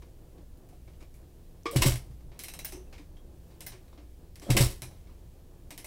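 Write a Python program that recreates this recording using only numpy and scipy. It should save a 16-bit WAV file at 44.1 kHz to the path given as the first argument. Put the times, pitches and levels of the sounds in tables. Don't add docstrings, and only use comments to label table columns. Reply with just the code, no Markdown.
import sys
import numpy as np
from scipy import signal
from scipy.fft import rfft, irfft, next_fast_len
from scipy.io import wavfile
from scipy.ndimage import uniform_filter1d, map_coordinates

SR = 44100
rng = np.random.default_rng(int(sys.argv[2]) if len(sys.argv) > 2 else 0)


def put_to_file(sound):
    columns = np.atleast_2d(sound).T
    safe = np.clip(columns, -1, 1)
    whole_steps = np.round(safe * 32767)
    wavfile.write(sys.argv[1], SR, whole_steps.astype(np.int16))


def level_to_linear(level):
    exponent = np.asarray(level, float) / 20
    return 10 ** exponent


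N = 258822

# pitch_hz, level_db (rms)
FAN_HUM = [(26.9, -55), (59.2, -55.5), (80.7, -59.5), (118.4, -64.5), (166.9, -67.5)]
# freq_hz, level_db (per Hz)
RUMBLE_COLOUR = [(8.8, -28.5), (15, 0.5), (87, -10.5), (162, -17), (210, -25.5), (250, -18.5), (320, -49.5),
                 (550, -120)]
TRAFFIC_COLOUR = [(88, -31), (150, -5.5), (195, -12), (237, -14), (341, -7.5), (429, -15), (466, -13),
                  (1800, -36.5), (2340, -62.5), (3960, -120)]
HISS_COLOUR = [(880, -34.5), (1500, -8), (1650, -1), (1820, -2.0), (2800, -1), (5240, -3), (15500, -3.5),
               (17000, -11.0)]
# time_s, swell_db
TOWN_SWELL = [(0, -0.5), (.8, 0), (1.5, -0.9), (2.3, 1.2), (2.9, 1.5), (3.5, -0.2), (4.3, -0.5), (5.1, 0.3),
              (5.87, 0.5)]
# peak_s, rumble_db
GROUND_SHAKES = [(1.8, -33.5), (4.55, -33.5)]
RUMBLE_DB, TRAFFIC_DB, HISS_DB = -50.5, -60.5, -70
SHAKE_RISE_DB_PER_S, SHAKE_FALL_DB_PER_S, SHAKE_WASH_DB = 350, 90, -23

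# freq_hz, t60_s
WALL_DECAY = [(100, 0.21), (1000, 0.22), (12000, 0.17)]
# freq_hz, gain_db
MIC_RESPONSE = [(15780, 0), (16000, -22), (16900, -35), (17100, -70)]

# start_s, peak_db, body_db (relative), bright_db (relative), t60_s
SCUFFS = [(0.0204, -45.5, 5, -16, 0.16), (0.3772, -58.5, -8, -12, 0.27), (0.5745, -62, -9, 10, 0.16),
          (0.689, -54, 8, 1, 0.37), (0.7294, -57, 11, -6, 0.2), (0.8764, -50.5, 3, -16, 0.23),
          (0.9328, -55.5, -7, -16, 0.16), (1.0054, -47, 2.5, -9, 0.23), (1.0249, -47, 0, -10, 0.1),
          (1.1416, -54, -16, 6, 0.36), (1.6559, -25.5, 2, -21, 0.071), (1.6624, -29.5, -14, -21, 0.19),
          (2.1094, -54, 10, -4, 0.22), (2.2056, -54.5, 3, -11.5, 0.14), (2.3156, -49, 3, -26, 0.48),
          (2.9261, -42.5, -1.5, -13.5, 0.33), (2.9801, -44.5, -4, -13, 0.21), (3.1677, -52, 7, -10, 0.13),
          (3.5043, -56, -12.5, -16, 0.35), (3.7196, -40.5, -3, -11, 0.24), (3.8808, -57, -2, -9.5, 0.22),
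          (3.927, -48.5, 3, -25, 0.18), (3.9755, -46, 2, -21, 0.22), (5.07, -53, 3, -22, .5)]
# start_s, peak_db, body_db (relative), bright_db (relative), t60_s
KICK_CONTACTS = [(1.7124, -39.5, 3, 6.5, .23), (1.7609, -21.5, -9, -10.5, .23), (1.8203, -16, -4, -11, .3),
                 (1.9194, -29, -10, -9, .14), (1.9574, -30.5, -25, -4, .11), (4.357, -44, -12, -5, .17),
                 (4.3979, -50, -13, -.6, .14), (4.4184, -41, 1, -16, .37), (4.5032, -20, -7.5, -8.5, .2),
                 (4.5675, -13.5, -9, -11, .25), (4.71, -39, -11, -2, .2), (4.7594, -55, -9, -7, .15),
                 (4.9114, -51, 5, -9, .6)]
# start_s, peak_db, body_db (relative), t60_s
RATCHET_CLICKS = [(2.3918, -33.5, -13, .25), (2.4368, -32, -11.5, 0.2), (2.4838, -34, -8.5, 0.17),
                  (2.5378, -35, -1, .15), (2.5908, -34, -7.5, 0.15), (2.6467, -32.5, -10.5, 0.31),
                  (2.7226, -37.5, 1.5, 0.24), (3.6065, -36.5, -6.5, 0.2), (3.6647, -34, -5.5, 0.2),
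                  (4.8201, -32, -2.5, 0.21), (5.7062, -35, -4, .17), (5.7779, -35.5, -8.5, 0.2),
                  (5.8449, -36, -6, 0.29)]
RATCHET_BRIGHT_DB, BODY_DULLS = -1, 0.21
# start_s, level_db
PANEL_KNOCKS = [(1.657, -28.5)]
# start_s, level_db
PAWL_STOPS = [(2.647, -30), (3.665, -35.5)]

# pitch_hz, width_hz, lift_db
STEEL_BODY = [(2090, 270, 4.5), (2600, 180, 1.5), (3050, 160, 2.5), (3850, 140, 3), (5290, 180, 1.5),
              (5740, 260, 1), (8130, 490, 4.5), (10700, 770, 6), (13100, 500, 6)]
PANEL_BODY = [(1119, 250, 4.5), (2300, 450, 4), (3900, 270, 0)]

# pitch_hz, under_db (relative to the contact), t60_s
CASE_MODES = [(2107, -13, .14), (3060, -16.5, .12), (4000, -19, 0.12), (5040, -21, 0.18), (5650, -15, .14),
              (7800, -12.5, 0.2), (8230, -21, .15), (8300, -9.5, 0.03), (10600, -18, .16),
              (12200, -17, 0.18)]
PAWL_MODES = [(2140, -15.5, 0.078), (2600, -22.5, 0.21), (3035, -25.5, 0.23), (3990, -22, 0.21),
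              (5260, -21, 0.2), (5920, -23, 0.3), (8630, -19.5, 0.22), (10700, -22, 0.089),
              (12300, -17.5, 0.11)]
PANEL_MODES = [(1152, 1.5, 0.13), (2050, -11.5, .08), (2300, -8, .12), (3270, -13, 0.16), (4680, -31, .18),
               (5250, -17.5, .16), (8100, -23, .13)]
PEG_MODES = [(2266, -20.5, 0.12), (3780, -30, 0.2)]
STOP_MODES = [(1684, -12, 0.072), (5300, -15.5, 0.15), (9600, -9, 0.14), (13800, -4, .08), (15000, -5, .08)]
TAKE_UP_MODES = [(8470, -10, .19), (10640, -22, .18)]
LEVER_MODES = [(1050, -8, 0.07), (2624, -8, .13), (2990, -8, 0.081), (3790, -16.5, .16)]

# (start_s, level_db)
HOLLOW_NOTES = [
    (347, 0.057, [(.03, -49), (.385, -49), (.88, -46), (1.02, -45), (1.657, -22), (1.69, -44), (1.82, -24.5), (4.568, -23)]),
    (365, 0.19, [(2.728, -39.5), (2.77, -40), (3.74, -47.5), (4.82, -46)]),
    (296.4, .11, [(1.85, -25.5), (2.74, -40), (2.995, -42), (3.98, -46), (4.425, -42.5), (4.49, -25.5), (5.72, -47.5), (5.79, -49)]),
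    (124, 0.23, [(1.935, -27.5), (2.1, -40.5), (2.26, -45), (4.82, -37)]),
    (567, .1, [(1.73, -34.5), (1.75, -38), (4.465, -37), (4.485, -34)]),
    (468, 0.27, [(1.66, -35.5)]),
    (2420, 0.13, [(1.02, -63), (4.83, -49), (5.72, -56), (5.79, -59)]),
    (722, 0.073, [(.727, -52), (4.419, -47.5)]),
    (2650, 0.09, [(2.872, -62)]),
    (3260, .07, [(3.167, -58.5), (3.185, -62), (3.205, -67), (4.445, -53), (4.465, -50)]),
]
# start_s, level_db, pitch_hz
SPRING_TICKS = [(1.6335, -46, 6500), (4.357, -42, 5800), (4.398, -42, 6500), (3.881, -52, 4000)]

# peak_s, whirr_db, rush_db, t60_s
CRANK_JOLTS = [
    (1.716, -46.5, -52, 0.72),
    (1.762, -28, -27, 0.086),
    (1.821, -21, -33, 0.097),
    (1.859, -25, -29.5, 0.27),
    (4.421, -53, -53.5, .6),
    (4.505, -29, -24.5, 0.082),
    (4.569, -20, -24, 0.12),
    (4.607, -25.5, -28.5, 0.31),
]
WHIRR_RISE_DB_PER_S, RUSH_RISE_DB_PER_S = 4001, 700
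# freq_hz, level_db (per Hz)
WHIRR_COLOUR = [(590, -32), (1000, -1), (1290, -5.5), (2130, -7.5), (2740, -3), (5630, -0.5), (6330, -5),
                (7880, -2), (10900, -5.5), (16000, -9)]
# pitch_hz, width_hz, level_db
INTAKE_MODES = [(204.3, 15, -2.5), (351, 45, -1), (559, 20, -4.5), (704, 68, -14)]

# start_s, level_db, pitch_factor, deep_db (relative)
EXHAUST_STROKES = [(1.7591, -16, 1.02, -4), (1.859, -14.5, 1.02, -2.5), (4.5004, -15, 0.99, -4),
                   (4.604, -13, 1, -4.5)]
# pitch_hz, level_db, t60_s
PIPE_MODES = [(42.8, -7, 0.32), (67.1, -10, 0.37), (97.4, -9.5, 0.19), (128.8, 3, 0.19), (278.4, -7, 0.075),
              (346, -21.5, 0.13), (562.6, -19, 0.14), (712, -25, 0.15)]
# start_s, level_db, pitch_hz
PISTON_PUFFS = [(1.8055, -17, 55), (1.9195, -17, 60), (4.551, -18, 60), (4.663, -19, 60)]


def unit(x):
    return x / np.sqrt(np.mean(x ** 2) + 1e-20)


def along(points, hz):
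    f, v = np.transpose(points)
    return np.interp(np.log(hz + 1), np.log(f + 1), v)


def wobble(rate):
    knots = rng.standard_normal(int(N * rate / SR) + 4)
    return map_coordinates(knots, [np.arange(N) * rate / SR])


def noise(gain, size):
    m = next_fast_len(size)
    spectrum = rfft(rng.standard_normal(m)) * gain(np.fft.rfftfreq(m, 1 / SR))
    return unit(irfft(spectrum, m)[:size])


def add(track, s, sound):
    part = track[round(s * SR):][:len(sound)]
    part += sound[:len(part)]


def jolt(s, db, rise_db_per_s, fall_db_per_s):
    late = np.arange(N) / SR - s
    return level_to_linear(db + np.where(late < 0, rise_db_per_s * late, -fall_db_per_s * late))


def lifted(modes, hz):
    return sum(db / (1 + ((hz - c) / (w / 2)) ** 2) for c, w, db in modes)


def yard():
    t = np.arange(N) / SR
    swell = level_to_linear(np.interp(t, *np.transpose(TOWN_SWELL)))
    shake = sum(jolt(s, db, SHAKE_RISE_DB_PER_S, SHAKE_FALL_DB_PER_S) for s, db in GROUND_SHAKES)
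    fan = np.zeros(N)
    for hz, db in FAN_HUM:
        strength = level_to_linear(db + 3 + 3.4 * wobble(6.2))
        fan += strength * np.sin(2 * np.pi * hz * t + 1.28 * wobble(6))
    rumble = level_to_linear(-2.5) * noise(lambda hz: level_to_linear(along(RUMBLE_COLOUR, hz)), size=N)
    low = (level_to_linear(RUMBLE_DB) * swell + shake) * (rumble + unit(fan) * level_to_linear(-1.5))
    wash_gain = level_to_linear(TRAFFIC_DB) * swell + level_to_linear(SHAKE_WASH_DB) * shake
    wash_gain = wash_gain * level_to_linear(1.8 * wobble(13) + 1.1 * wobble(2.8))
    traffic = wash_gain * noise(lambda hz: level_to_linear(along(TRAFFIC_COLOUR, hz)), size=N)
    hiss = level_to_linear(HISS_DB + .5 * wobble(7)) * noise(lambda hz: level_to_linear(along(HISS_COLOUR, hz)), size=N)
    return low + traffic + hiss


def walls(x):
    hz, t, z = signal.stft(rng.standard_normal(SR // 2), SR, nperseg=256)
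    fade = level_to_linear(-60 * t / along(WALL_DECAY, hz)[:, None])
    tail = signal.istft(z * fade, SR, nperseg=256)[1]
    return signal.fftconvolve(np.pad(x, (350, 0)), tail / np.linalg.norm(tail))[:N]


def contacts(events, modes, crack_db, crack_s, rise_s, edge_hz, snap_db):
    out, t = np.zeros(N), np.arange(16384) / SR
    for s, db, body_db, bright_db, t60 in events:
        body_db = np.clip(body_db, -11, 3)
        colour = [(edge_hz / 3, body_db - 13.5), (edge_hz, body_db + 13), (1350, 0.74 * body_db + 2),
                  (1800, 1.5), (5000, -.5), (11000, bright_db + 0.5), (17000, bright_db - 10.5)]
        stirred = [(c, w, lift * (1 + .5 * rng.standard_normal())) for c, w, lift in modes]
        rattle = noise(lambda hz: level_to_linear(along(colour, hz) + lifted(stirred, hz)), size=len(t))
        fade = level_to_linear(-60 * t / abs(t60)) + level_to_linear(crack_db - 60 * t / crack_s)
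        snap_fade = level_to_linear(db + bright_db + snap_db - 60 * t / 0.0035)
        snap = snap_fade * np.diff(rng.standard_normal(len(t) + 1))
        add(out, s, snap + level_to_linear(db - 10.5) * rattle * fade * (1 - np.exp(-t / rise_s)))
    return out


def boots():
    return contacts(SCUFFS, PANEL_BODY, crack_db=-1.5, crack_s=0.02, rise_s=0.001487, edge_hz=488, snap_db=-3)


def hollow_parts():
    out, t = np.zeros(N), np.arange(SR // 3) / SR
    for hz, t60, hits in HOLLOW_NOTES:
        for s, db in hits:
            drift = hz / 40000 * np.cumsum(rng.standard_normal(len(t)))
            note = np.sin(2 * np.pi * hz * t + drift)
            add(out, s, level_to_linear(db - 60 * t / t60) * note * (1 - np.exp(-t / .002)))
    for s, db, hz in SPRING_TICKS:
        drift = 1.5 * np.cumsum(rng.standard_normal(len(t))) / 4
        add(out, s, level_to_linear(db - 60 * t / .006) * np.sin(2 * np.pi * hz * t + drift))
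    return out * level_to_linear(1.5 * wobble(60))


def ringing(events, modes, scatter_db=3, tight=1):
    out, t = np.zeros(N), np.arange(SR // 6) / SR
    for s, db, *_ in events:
        for hz, under_db, t60 in modes:
            spread, phase = rng.standard_normal(14), rng.uniform(0, 2 * np.pi, 14)
            pitches = hz + tight * (45 + .028 * hz) * (spread - spread.mean())
            angle = 2 * np.pi * (pitches * t[:, None]).astype(np.float32)
            cluster = np.sin(angle + phase.astype(np.float32)).sum(axis=1)
            level_db = db + under_db + scatter_db * rng.standard_normal()
            fade = level_to_linear(level_db - 10.5 - 60 * t / abs(t60))
            add(out, s, fade * cluster * (1 - np.exp(-t / 0.00076)))
    return out


def metal_rings():
    dull_scuffs = [row for row in SCUFFS if row[3] < -8]
    rings = ringing(CRANK_JOLTS, CASE_MODES) + ringing(RATCHET_CLICKS, PAWL_MODES)
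    rings += ringing(dull_scuffs, PEG_MODES)
    rings += ringing(CRANK_JOLTS[2::4], LEVER_MODES, scatter_db=0)
    rings += ringing(PANEL_KNOCKS, PANEL_MODES, scatter_db=0, tight=.6)
    rings += ringing(PAWL_STOPS, STOP_MODES, scatter_db=0)
    return rings + ringing(KICK_CONTACTS[:1], TAKE_UP_MODES, scatter_db=0)


def lever():
    clicks = []
    for s, db, body_db, t60 in RATCHET_CLICKS:
        bright_db = RATCHET_BRIGHT_DB - BODY_DULLS * (body_db + 7.5)
        clicks.append((s, db, body_db, bright_db, t60))
    return contacts(list(KICK_CONTACTS) + clicks, STEEL_BODY, crack_db=-2.5, crack_s=0.0064,
                    rise_s=0.00019, edge_hz=634, snap_db=2.5)


def intake(f):
    total = 0
    for k, (c, w, db) in enumerate(INTAKE_MODES):
        total = total + (-1) ** k * level_to_linear(db) * 1j * f * w / (c * c - f * f + 1j * f * w)
    return total


def crank():
    cases = noise(lambda hz: level_to_linear(along(WHIRR_COLOUR, hz) + .9 * lifted(STEEL_BODY, hz)), size=N)
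    teeth = unit(level_to_linear(2.5 * wobble(400) + 1.2 * wobble(70)) * cases)
    whirr = sum(jolt(s, db, WHIRR_RISE_DB_PER_S, 60 / abs(t60)) for s, db, _, t60 in CRANK_JOLTS)
    rush = sum(jolt(s, db, RUSH_RISE_DB_PER_S, 60 / abs(t60)) for s, _, db, t60 in CRANK_JOLTS)
    whirr = np.maximum(whirr, np.roll(whirr, shift=330))
    rush = uniform_filter1d(rush, size=500)
    return level_to_linear(-4) * whirr * teeth + level_to_linear(-3) * rush * noise(intake, size=N)


def exhaust():
    out, t = np.zeros(N), np.arange(SR // 2) / SR
    for s, db, pitch, deep_db in EXHAUST_STROKES:
        warped = pitch * (.9 * t + 0.0046 * (1 - np.exp(-t / 0.042)))
        thump = np.zeros(len(t))
        for hz, level, t60 in PIPE_MODES:
            fade = level_to_linear(level + deep_db * (hz < 90) - 60 * t / t60)
            thump += fade * np.sin(2 * np.pi * hz * warped)
        add(out, s, -level_to_linear(db) * thump * (1 - np.exp(-t / .0028)))
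    for s, db, hz in PISTON_PUFFS:
        add(out, s, level_to_linear(db - 60 * t / .06) * np.sin(2 * np.pi * hz * t))
    return out


def scene():
    bike = boots() + hollow_parts() + metal_rings() + lever() + crank()
    return (yard() + level_to_linear(-11) * walls(bike) + bike + exhaust())[None]


def top_cut(x):
    return signal.sosfilt(signal.butter(12, 16970, fs=SR, output="sos"), x)


def record(dry):
    m = next_fast_len(N)
    response = level_to_linear(along(MIC_RESPONSE, np.fft.rfftfreq(m, 1 / SR)))
    heard = irfft(rfft(dry, m) * response, m)[:, :N]
    return top_cut(heard)


dry = scene()
out = record(dry)
put_to_file(out)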